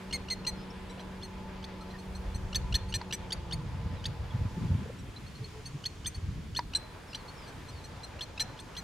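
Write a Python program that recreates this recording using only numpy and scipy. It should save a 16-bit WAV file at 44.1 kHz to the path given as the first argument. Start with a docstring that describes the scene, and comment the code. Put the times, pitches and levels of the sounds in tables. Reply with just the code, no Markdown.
"""Grassland hiss and a vehicle's hum, pierced at once by the metallic 'tink' of lapwings mobbing intruders.
Each full call is a tiny grace note, a rasp and two syrinx tones sounding together; softer runs fall in
between, and bushes throw back a faint echo. Other birds whistle and hoot far off. Wind buffets the
microphone and a faint whirr sounds close to it. The hum winds down, and there are two soft knocks
and a pair of hollow bumps."""
import sys
import numpy as np
from scipy import signal
from scipy.io import wavfile

SR = 44100
rng = np.random.default_rng(int(sys.argv[2]) if len(sys.argv) > 2 else 0)


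def transcribe(signal):
    """Save signal, clipped to [-1, 1], as a 16-bit WAV file at the path in sys.argv[1]."""
    frames = np.atleast_2d(signal).T
    limited = np.clip(frames, -1, 1)
    pcm = np.round(limited * 32767).astype(np.int16)
    wavfile.write(sys.argv[1], SR, pcm)


N = 389403
TIME = np.arange(N) / SR

# open-air bed: t/s, rumble level/dB, distant murmur level/dB
AIR_LEVELS = [(0, -45.5, -51), (4.85, -51, -53), (5.02, -52.5, -57.5), (6.66, -47.5, -59),
              (6.78, -49.5, -52.5), (8.83, -49.5, -52.5)]
# colours of the bed's three layers: f/Hz, relative density/dB
RUMBLE_SPECTRUM = [(22, -3.5), (50, -1.5), (100, -2.5), (160, -5.5), (230, -6.5), (350, -13), (700, -41)]
MURMUR_SPECTRUM = [(300, -7.5), (520, 7), (1050, 3), (2200, -3), (3500, -8), (6000, -23.5)]
HISS_SPECTRUM = [(300, 16.5), (450, 3), (620, -9), (1000, 1.5), (2000, 0), (4000, -3.5), (6000, -8),
                 (9000, -14.5), (12000, -18), (17500, -47)]
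# stereo image of the bed: f/Hz, left-right correlation
STEREO_LIKENESS = [(120, 1), (260, 0.69), (500, 0.44), (1000, 0.58), (8000, 0.49), (14000, 0.31)]

# vehicle hum winding down: t/s, f/Hz, level/dB
HUM_CURVE = [(0, 188.5, -45), (3.25, 186.5, -46), (3.6, 163.4, -45.5), (3.95, 138.3, -54.5),
             (4.4, 112, -79)]
# its harmonics 1-3: relative level/dB
HUM_HARMONICS = [-2.5, -11.5, -22]

# resonances of a faint whirr close to the microphone: f/Hz, width/Hz, level/dB
WHIRR_BANDS = [(471.5, 47, -62), (876.6, 32, -60.5), (999, 44, -62)]
# fader on the whirr, which pauses for a while: t/s, gain/dB
WHIRR_FADER = [(4.75, 1.5), (4.95, -10), (6.68, -14), (6.78, -3)]
# breeze on the microphone: t/s, level/dB, eddy centre f/Hz
BREEZE = [(1.85, -53.5, 55), (2.3, -39, 52), (2.68, -33, 57.6), (3.1, -47.5, 83.5), (3.42, -41, 76),
          (4.03, -36, 100), (4.27, -40.5, 71.6), (4.44, -33, 87), (4.52, -44.5, 90), (4.62, -33.5, 114),
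          (4.8, -37.5, 114), (4.9, -47, 120), (5.35, -47, 99), (6.05, -50, 73), (6.36, -37, 87),
          (6.9, -57.5, 70), (7.9, -47, 88), (8.2, -54, 86)]

# full calls: t/s, length/s, low voice f/Hz, high voice f/Hz, low voice level/dB, high voice level/dB,
# low voice's octave level/dB, rasp level/dB, rasp length/s, grace note lead/s
FULL_CALLS = [(0.126,0.041,4330,6500,-38,-46,-46,-33.5,0.0023,.013),
              (0.3,0.04,4268,6330,-34.5,-46,-49.5,-36,0.0019,.012),
              (.466,.036,4237,6210,-34.5,-42,-49,-36,0.00091,0.014),
              (0.994,0.024,4100,5950,-57,-64,-71,-47,0.0073,0.011),
              (1.223,0.038,4310,6300,-47,-59,-61,-45.5,0.0081,0.0057),
              (1.64,0.014,4480,6240,-47,-57,-63,-40.5,0.0055,0.01),
              (2.546,0.024,4380,6160,-31.5,-35.5,-48.5,-33.5,0.01,0.014),
              (2.742,0.025,4270,6100,-29,-37.5,-53,-29,0.01,0.014),
              (2.9395,.029,4215,5995,-36.5,-40,-45.5,-26.5,0.0021,0.012),
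              (3.125,0.03,4120,5970,-47,-39,-46,-26.5,0.0018,0.013),
              (3.3202,0.018,4595,6740,-32,-46,-44,-32.5,0.0053,0.011),
              (3.522,0.024,4470,6570,-36,-51.5,-49,-33.5,0.0063,0.0084),
              (4.054,0.015,4610,6540,-36,-46,-55.5,-30,0.0049,0.0095),
              (5.853,0.019,4370,6310,-31,-45,-66,-37,0.0057,0.01),
              (6.057,0.03,4360,6290,-42,-39.5,-38.5,-33.5,0.0089,0.0065),
              (6.5607,0.024,4305,6150,-32,-42,-55,-34,0.0075,0.0082),
              (6.7483,0.027,4110,5760,-31,-45,-39.5,-33.5,0.00084,0.01),
              (7.146,0.015,4110,5900,-38,-49.5,-58,-34.5,0.0037,0.012),
              (8.208,0.034,4250,6070,-41.5,-51,-64,-36,0.011,0.013),
              (8.3964,0.031,4135,5920,-33,-37.5,-49,-32,0.0058,0.016),
              (8.589,0.023,4260,6140,-47,-56,-52.5,-46,0.01,0.0098),
              (8.766,0.036,4200,6175,-44.5,-50,-68,-38.5,0.0065,.012)]
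# grace note harmonics 1-6: relative level/dB
GRACE_HARMONICS = [-6.5, 7, 2, -3, -14, -17.5]
# envelope of a call's tones: share of the length, gain/dB
CALL_ENVELOPE = [(0, 1), (.25, 2.2), (.5, 1.7), (.78, -.5), (1, -7.5)]
# throat resonances: f/Hz, width/Hz, relative level/dB
THROAT_BANDS = [(3100, 200, 2), (3360, 110, -19), (3950, 410, 4), (5630, 560, -8), (7900, 7300, -6.5)]
# thin whistles of far birds: t/s, length/s, start f/Hz, end f/Hz, arch as a share of pitch, level/dB
FAR_WHISTLES = [(.565, .082, 5250, 5550, -.065, -61), (0.703, 0.014, 5240, 5470, 0.0082, -49),
                (1.801, 0.037, 1335, 1290, 0.0027, -54.5), (1.935, 0.032, 1900, 1780, -0.002, -52.5),
                (3.954, 0.073, 4100, 3450, 0, -59.5), (4.302, .023, 3430, 3260, 0, -56),
                (7.07, 0.16, 5540, 4100, -0.019, -58), (7.351, 0.16, 5600, 4230, 0.0057, -61.5),
                (7.699, 0.13, 5230, 3820, -0.01, -62.5)]
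# low, distant hoots: t/s, f/Hz, level/dB
FAR_HOOTS = [(5.378, 437, -55.5), (5.524, 438, -52.5)]
# soft calls between the attacks: t/s, low voice f/Hz, low voice level/dB, high voice level/dB
SOFT_RUNS = [(.893,4000,-57.5,-61.5), (1.806,4250,-60,-67), (1.9,4120,-57,-70), (1.984,4310,-57.5,-64.5),
             (2.148,4280,-52.5,-59), (2.343,4300,-48.5,-54.5), (2.886,4484,-57,-59), (4.984,3990,-68,-63),
             (5.16,4100,-53,-78), (5.262,4360,-56.5,-71), (5.351,4320,-56,-71), (5.44,4350,-50.5,-69),
             (5.654,4440,-46.5,-52), (6.143,4450,-50.5,-56.5), (7.279,4380,-53,-69), (7.474,4280,-58.5,-62),
             (7.682,4220,-56,-60.5), (7.838,4220,-55.5,-59), (8.031,4170,-46.5,-57.5)]

# sudden buffets of wind: t/s, level/dB, eddy f/Hz
WIND_BUFFETS = [(2.357,-31,72.4), (2.619,-32,66.8), (2.751,-28,75.8), (2.968,-31,97.8), (3.864,-27,94.2),
                (4.353,-24.5,104.8), (4.46,-24.5,110.4), (4.578,-30.5,169.8), (4.642,-36.5,189),
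                (4.722,-22.5,98.8), (4.752,-22,107.2), (4.82,-32.5,195.7), (5.413,-33.5,133.6),
                (5.755,-32,141.9)]
# soft, hollow bumps: t/s, level/dB, f/Hz
HOLLOW_BUMPS = [(4.862, -43.5, 440), (4.902, -38.5, 432)]
# knocks: t/s, body level/dB, tick level/dB
KNOCK_HITS = [(3.013, -32, -34), (6.5907, -22, -24.5)]
# modes of the knocked body: f/Hz, relative level/dB, t60/s
BODY_MODES = [(670, -16, 0.016), (848, -9.5, 0.057), (965, 1, 0.05), (1980, -2, 0.016)]


def from_db(db):
    """Decibels to gain."""
    return 10 ** (np.asarray(db) / 20)


def rms_one(x):
    """Scale to unit rms."""
    return x / np.sqrt(np.mean(x ** 2) + 1e-20)


def in_time(rows):
    """Each column of an automation curve at every sample."""
    times, *columns = np.transpose(rows)
    return [np.interp(TIME, times, column) for column in columns]


def at_hz(points, hz):
    """Read a spectrum on a log-frequency axis."""
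    freqs, values = np.transpose(points)
    return np.interp(np.log(hz), np.log(freqs), values)


def add(track, s, sound):
    """Mix a sound into a track at s seconds."""
    start = max(round(s * SR), 0)
    track[start:start + len(sound)] += sound[:max(N - start, 0)]


def band(x, low_hz, high_hz):
    """Butterworth band-pass."""
    sos = signal.butter(2, [low_hz, min(high_hz, SR * .49)], "band", fs=SR, output="sos")
    return signal.sosfilt(sos, x)


def noise(shape, low_hz, high_hz):
    """A band of noise at unit rms."""
    return rms_one(band(rng.standard_normal(shape), low_hz, high_hz))


def drift(rate, size=N):
    """Random modulation with a spread near 1, changing `rate` times a second."""
    steps = np.arange(size) * rate / SR
    count = int(steps[-1]) + 2
    return np.interp(steps, np.arange(count), rng.standard_normal(count))


def phase_of(hz):
    """Running phase of an oscillator, from a random start."""
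    return 2 * np.pi * (np.cumsum(hz) / SR + rng.random())


def noise_bed(spectrum, flicker_db, flicker_rate):
    """Half-octave bands of stereo noise, flickering partly together; unit rms."""
    bed, together = 0, drift(flicker_rate)
    edges = 20 * 2 ** np.arange(0, 10.1, .5)
    white = rng.standard_normal((2, 2, N))
    for k, (low, high) in enumerate(zip(edges, edges[1:])):
        hz = np.sqrt(low * high)
        if spectrum[0][0] <= hz <= spectrum[-1][0]:
            mid, side = band(white[k % 2], low, high)
            alike = at_hz(STEREO_LIKENESS, hz)
            gain = from_db(at_hz(spectrum, hz) + flicker_db * (together + drift(flicker_rate)) / 2)
            bed += gain * (np.sqrt(1 + alike) * mid + np.sqrt(1 - alike) * side * [[1], [-1]])
    return rms_one(bed)


def open_air(hiss_db=-56):
    """A low rumble, a distant murmur that drops away for a while, and the hiss of the bush."""
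    rumble_db, murmur_db = in_time(AIR_LEVELS)
    rumble = from_db(rumble_db) * noise_bed(RUMBLE_SPECTRUM, flicker_db=2.5, flicker_rate=17)
    murmur = from_db(murmur_db) * noise_bed(MURMUR_SPECTRUM, flicker_db=3, flicker_rate=20)
    hiss = from_db(hiss_db) * noise_bed(HISS_SPECTRUM, flicker_db=-2.76, flicker_rate=2.37)
    return rumble + murmur + hiss


def vehicle():
    """A fan-like hum that runs down."""
    hz, level_db = in_time(HUM_CURVE)
    phase = phase_of(hz * (1 + .0068 * drift(12)))
    return np.sqrt(2) * sum(from_db(level_db + db + drift(12)) * np.sin(k * phase)
                            for k, db in enumerate(HUM_HARMONICS, 1))


def whirr():
    """A faint whirr close to the microphone, in three narrow resonances, that pauses for a while."""
    bands = sum(from_db(db) * noise(N, hz - width / 2, hz + width / 2) for hz, width, db in WHIRR_BANDS)
    return bands * from_db(in_time(WHIRR_FADER)[0])


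def wind(spread_octaves=.72, side_db=-15, side_db_per_octave=3, lumpy_db=3, lump_rate=34):
    """Lumpy turbulence around a moving pitch; small eddies differ more between the microphone ports."""
    level_db, centre_hz = in_time(BREEZE)
    eddies, power = 0, 0
    edges = 25 * 2 ** np.arange(0, 4.6, .5)
    for low, high in zip(edges, edges[1:]):
        hz = np.sqrt(low * high)
        weight = np.exp(-.5 * (np.log2(hz / centre_hz) / spread_octaves) ** 2)
        mid, side = noise((2, N), low, high)
        width = from_db(side_db + side_db_per_octave * np.log2(hz / 100))
        eddies += weight * (mid + width * side * [[1], [-1]])
        power += weight ** 2
    swell = from_db(level_db + lumpy_db * drift(lump_rate))
    return band(swell * eddies / np.sqrt(power), 26.5, 490)   # the ports pass only big, slow eddies


def grace_note(low_hz, lead_s, length_s=.009):
    """A tiny upward chirp near a third of the low voice's pitch, higher the closer it is to the call."""
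    u = np.linspace(0, 1, int(length_s * SR))
    hz = low_hz * np.interp(lead_s, [.011, .016], [.345, .315])
    phase = phase_of(hz * (1 + .16 * (u - .5)) * (1 + .03 * drift(2000, len(u))))
    swell = 1.35 * np.abs(np.sin(np.pi * u)) ** .75
    return swell * sum(from_db(db) * np.sin(k * phase) for k, db in enumerate(GRACE_HARMONICS, 1))


def clang(a, b, low, high, octave_db, fifth):
    """Sum and difference tones of phases a and b ring like metal; a fifth favours the difference."""
    sum_tone = from_db(-10 - 10 * fifth) * np.sin(a + b)
    difference_tone = from_db(-12 + 12.3 * fifth) * np.sin(b - a)
    partials = ((-13, 2 * a - b), (-8, 2 * b - a), (-15, 2 * b), (-27, 3 * b - a), (-27, 2 * a + b))
    sheen = high * sum(from_db(db) * np.sin(phase) for db, phase in partials)
    third_harmonic = from_db(octave_db - 23) * np.sin(3 * a)
    return np.sqrt(low * high) * (sum_tone + difference_tone) + sheen + third_harmonic


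def rasp(t, low_hz, low_phase, locked, force, burst_s=.0022, buzz_t60=.088):
    """A burst in the throat climbs on a coarse tone, then lingers as a buzz once the voices lock."""
    size = len(t)
    climb_hz = low_hz * (.44 - .08 * np.exp(-t / .007))
    phase = phase_of(climb_hz * (1 + .035 * drift(2000, size)))
    coarse = np.sin(2 * phase) + from_db(-14.5) * (np.sin(3 * phase) + np.sin(phase))
    throat = 0
    for hz, width, db in THROAT_BANDS:
        settled = noise(2 * size, hz - width / 2, hz + width / 2)[size:]
        throat += from_db(db) * rms_one(settled)
    burst = force * np.exp(-(t / burst_s) ** 2)
    attack = (.85 - .3 * burst) * coarse + (.17 + .27 * force + .45 * burst) * rms_one(throat)
    # the buzz sits on sevenths of the low voice's pitch
    buzz = sum(np.sin(k * low_phase / 7 + 2 * np.pi * rng.random() + .7 * drift(600, size))
               for k in (3, 4, 5, 6, 8))
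    return (1 - locked) * attack + locked * (1 + force) / 2 * from_db(-13 - 60 * t / buzz_t60) * buzz


def tink(length, low_hz, high_hz, low_db, high_db, octave_db, rasp_db, rasp_s, force):
    """The syrinx's two sides rasp, then lock to tones that modulate each other; force (0-1) adds bite."""
    bloom_s, release_s, breath_t60 = .0066, .0035, .11
    scoop_s, droop_s, sag_per_s = .0073, .038, .63
    t = np.arange(int((length + release_s) * SR)) / SR
    size = len(t)
    # both voices scoop up to pitch and droop when held
    bend = 1.01 - .064 * np.exp(-t / scoop_s) - .041 * (t / droop_s) ** 3
    # the high voice sags in hard calls, unless it is held a fifth above the low one
    fifth = np.exp(-((high_hz / low_hz - 3 / 2) / .029) ** 2)
    sag = 1 - sag_per_s * force * (1 - fifth) * (t - length / 2)
    jitter = .005 + .014 * np.exp(-t / .012)
    low_phase, high_phase = (phase_of(hz * bend * (1 + jitter * drift(1000, size)))
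                             for hz in (low_hz, high_hz * sag))
    low, high = (from_db(db + 2 * drift(160, size)) * (1 + .12 * force * drift(1000, size))
                 for db in (low_db, high_db))
    # in slurred calls the low voice leads and hands over to the high one
    handover_db = 9 * (1 - force) * (t / length - .5)
    onset = np.exp(-t / bloom_s)
    low *= from_db(-handover_db / 2)
    high *= from_db(handover_db) * (1 - .53 * onset)
    tones = low * np.sin(low_phase) + high * np.sin(high_phase)
    tones += from_db(octave_db) * np.sin(2 * low_phase)
    tones += (1 - onset) * clang(low_phase, high_phase, low, high, octave_db, fifth)
    # turbulent hiss dies away as the tones steady
    breath = from_db(-8 - 60 * t / breath_t60) * noise(size, 1800, 7400)
    tones += np.sqrt(low * high) * (.5 + force) * breath
    locked = .5 + .5 * np.tanh((t - rasp_s) / .001)   # crossfade from rasp to tones
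    grit = from_db(rasp_db) * rasp(t, low_hz, low_phase, locked, force)
    envelope = from_db(np.interp(t / length, *np.transpose(CALL_ENVELOPE)))
    fade_in = np.clip(t / (.002 - .001 * force), 0, 1)
    fade_out = np.clip((length + release_s - t) / release_s, 0, 1)
    return np.sqrt(2) * fade_in * fade_out * (locked * envelope * tones + grit)


def lapwings(slurred_lead_s=.0069, hard_lead_s=.015):
    """Full calls: a close grace note slurs into the tink; after a longer gap the tink bursts out."""
    out = np.zeros(N)
    for s, length, low_hz, high_hz, low_db, high_db, octave_db, rasp_db, rasp_s, lead_s in FULL_CALLS:
        grace_db = (max(low_db, high_db) + rasp_db) / 2 - 14.5
        grace = from_db(grace_db) * grace_note(low_hz, lead_s)
        force = np.interp(lead_s, [slurred_lead_s, hard_lead_s], [0, 1])
        add(out, s - lead_s - len(grace) / SR / 2, grace)
        add(out, s, tink(length, low_hz, high_hz, low_db, high_db, octave_db, rasp_db, rasp_s, force))
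    return out


def microphone_ports(x, port_hz=10800, width_hz=2100):
    """Sound from straight ahead meets a resonance at the left port that turns the phase of its treble."""
    radius = np.exp(-np.pi * width_hz / SR)
    poles = [1, -2 * radius * np.cos(2 * np.pi * port_hz / SR), radius ** 2]
    return np.array([signal.lfilter(poles[::-1], poles, x), x])


def bushes(send, near_db=-17, far_db=-29.5):
    """Scatter from nearby scrub and a later, faint tail from the tree line, different on each side."""
    t = TIME[:SR]
    near, far = (rng.standard_normal((2, SR)) * from_db(-60 * t / t60) * (t > predelay_s)
                 for t60, predelay_s in ((.095, .004), (.45, .04)))
    echo = from_db(near_db) * rms_one(near) + from_db(far_db) * rms_one(band(far, 800, 5500))
    return signal.fftconvolve(send[None], echo / np.sqrt(SR), axes=1)[:, :N]


def far_note(hz, db):
    """A thin tone that swells and fades, wavering in the moving air."""
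    u = np.linspace(0, 1, len(hz))
    swell = from_db(db + 3 * drift(130, len(u))) * np.sqrt(2 * np.abs(np.sin(np.pi * u)))
    return swell * np.sin(phase_of(hz * (1 + .014 * drift(600, len(u)))))


def far_birds(hoot_s=.098, hoot_arch=.06):
    """Whistles glide, or dip and curl up; hoots arch a little in pitch."""
    out = np.zeros(N)
    for s, length, start_hz, end_hz, arch, db in FAR_WHISTLES:
        u = np.linspace(-1, 1, int(length * SR))
        glide_hz = np.geomspace(start_hz, end_hz, len(u)) * (1 + arch * (1 - u ** 2))
        add(out, s, far_note(glide_hz, db))
    hoot_bend = 1 - hoot_arch * np.linspace(-1, 1, int(hoot_s * SR)) ** 2
    for s, hz, db in FAR_HOOTS:
        add(out, s, far_note(hz * hoot_bend, db))
    return out


def soft_calls(length_s=.026, voice_ratio=1.42):
    """Tinks without a grace note, and their echo send: brighter ones scatter more in the scrub."""
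    direct, send = np.zeros((2, N))
    for s, hz, low_db, high_db in SOFT_RUNS:
        call = tink(length_s, hz, hz * voice_ratio, low_db, high_db,
                    octave_db=high_db - 5, rasp_db=high_db - 16, rasp_s=.0023, force=.38)
        send_db = 9 + min(high_db - low_db, 0) / 2
        add(direct, s, call)
        add(send, s, from_db(send_db) * call)
    return direct, send


def thuds(rows, half_width_s, steepen=0):
    """A few uneven swings of pressure swell and die; `steepen` skews the wave at the crest."""
    out, t = np.zeros(N), TIME[:SR // 5] - .1
    swell = 1 / np.cosh(t / half_width_s)
    for s, db, hz in rows:
        phase = phase_of(hz * 2 ** (.3 * drift(1.5 * hz, len(t))))
        wave = np.sin(phase + steepen * swell * np.sin(phase))
        add(out, s + t[0], np.sqrt(2) * from_db(db) * swell * wave)
    return out


def knocks(contact_s=.00348, tick_t60=.012, clack_t60=.032):
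    """A soft contact rings a hollow body, with a dull clack and a bright tick on top."""
    out, t = np.zeros(N), TIME[:SR // 10]
    body = sum((-1) ** k * from_db(db - 60 * t / t60) * np.sin(2 * np.pi * hz * t)
               for k, (hz, db, t60) in enumerate(BODY_MODES))
    attack = np.minimum(t / contact_s, 1)
    for s, body_db, tick_db in KNOCK_HITS:
        clack = from_db(tick_db - 4 - 60 * t / clack_t60) * noise(len(t), 570, 1900)
        tick = from_db(tick_db - 60 * t / tick_t60) * noise(len(t), 4070, 4860)
        add(out, s - contact_s / 2, attack * (from_db(body_db) * body + clack))
        add(out, s + contact_s / 2, tick)
    return out


def scene():
    """Birds ahead, scrub all round, wind and vehicle close by, over the open-air bed."""
    near, far = lapwings(), far_birds()
    soft, soft_send = soft_calls()
    echo_send = near + soft_send + from_db(2) * far
    mix = microphone_ports(near + soft + far) + bushes(echo_send)
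    mix += knocks() + vehicle() + whirr() + wind()
    mix += thuds(WIND_BUFFETS, half_width_s=.0061, steepen=.47)
    mix += thuds(HOLLOW_BUMPS, half_width_s=.0033)
    return mix + open_air()


def record(dry, cutoff_hz=15800):
    """A steep low-pass takes off the very top."""
    return signal.sosfilt(signal.ellip(10, .1, 90, cutoff_hz, fs=SR, output="sos"), dry)


dry = scene()
out = record(dry)
transcribe(out)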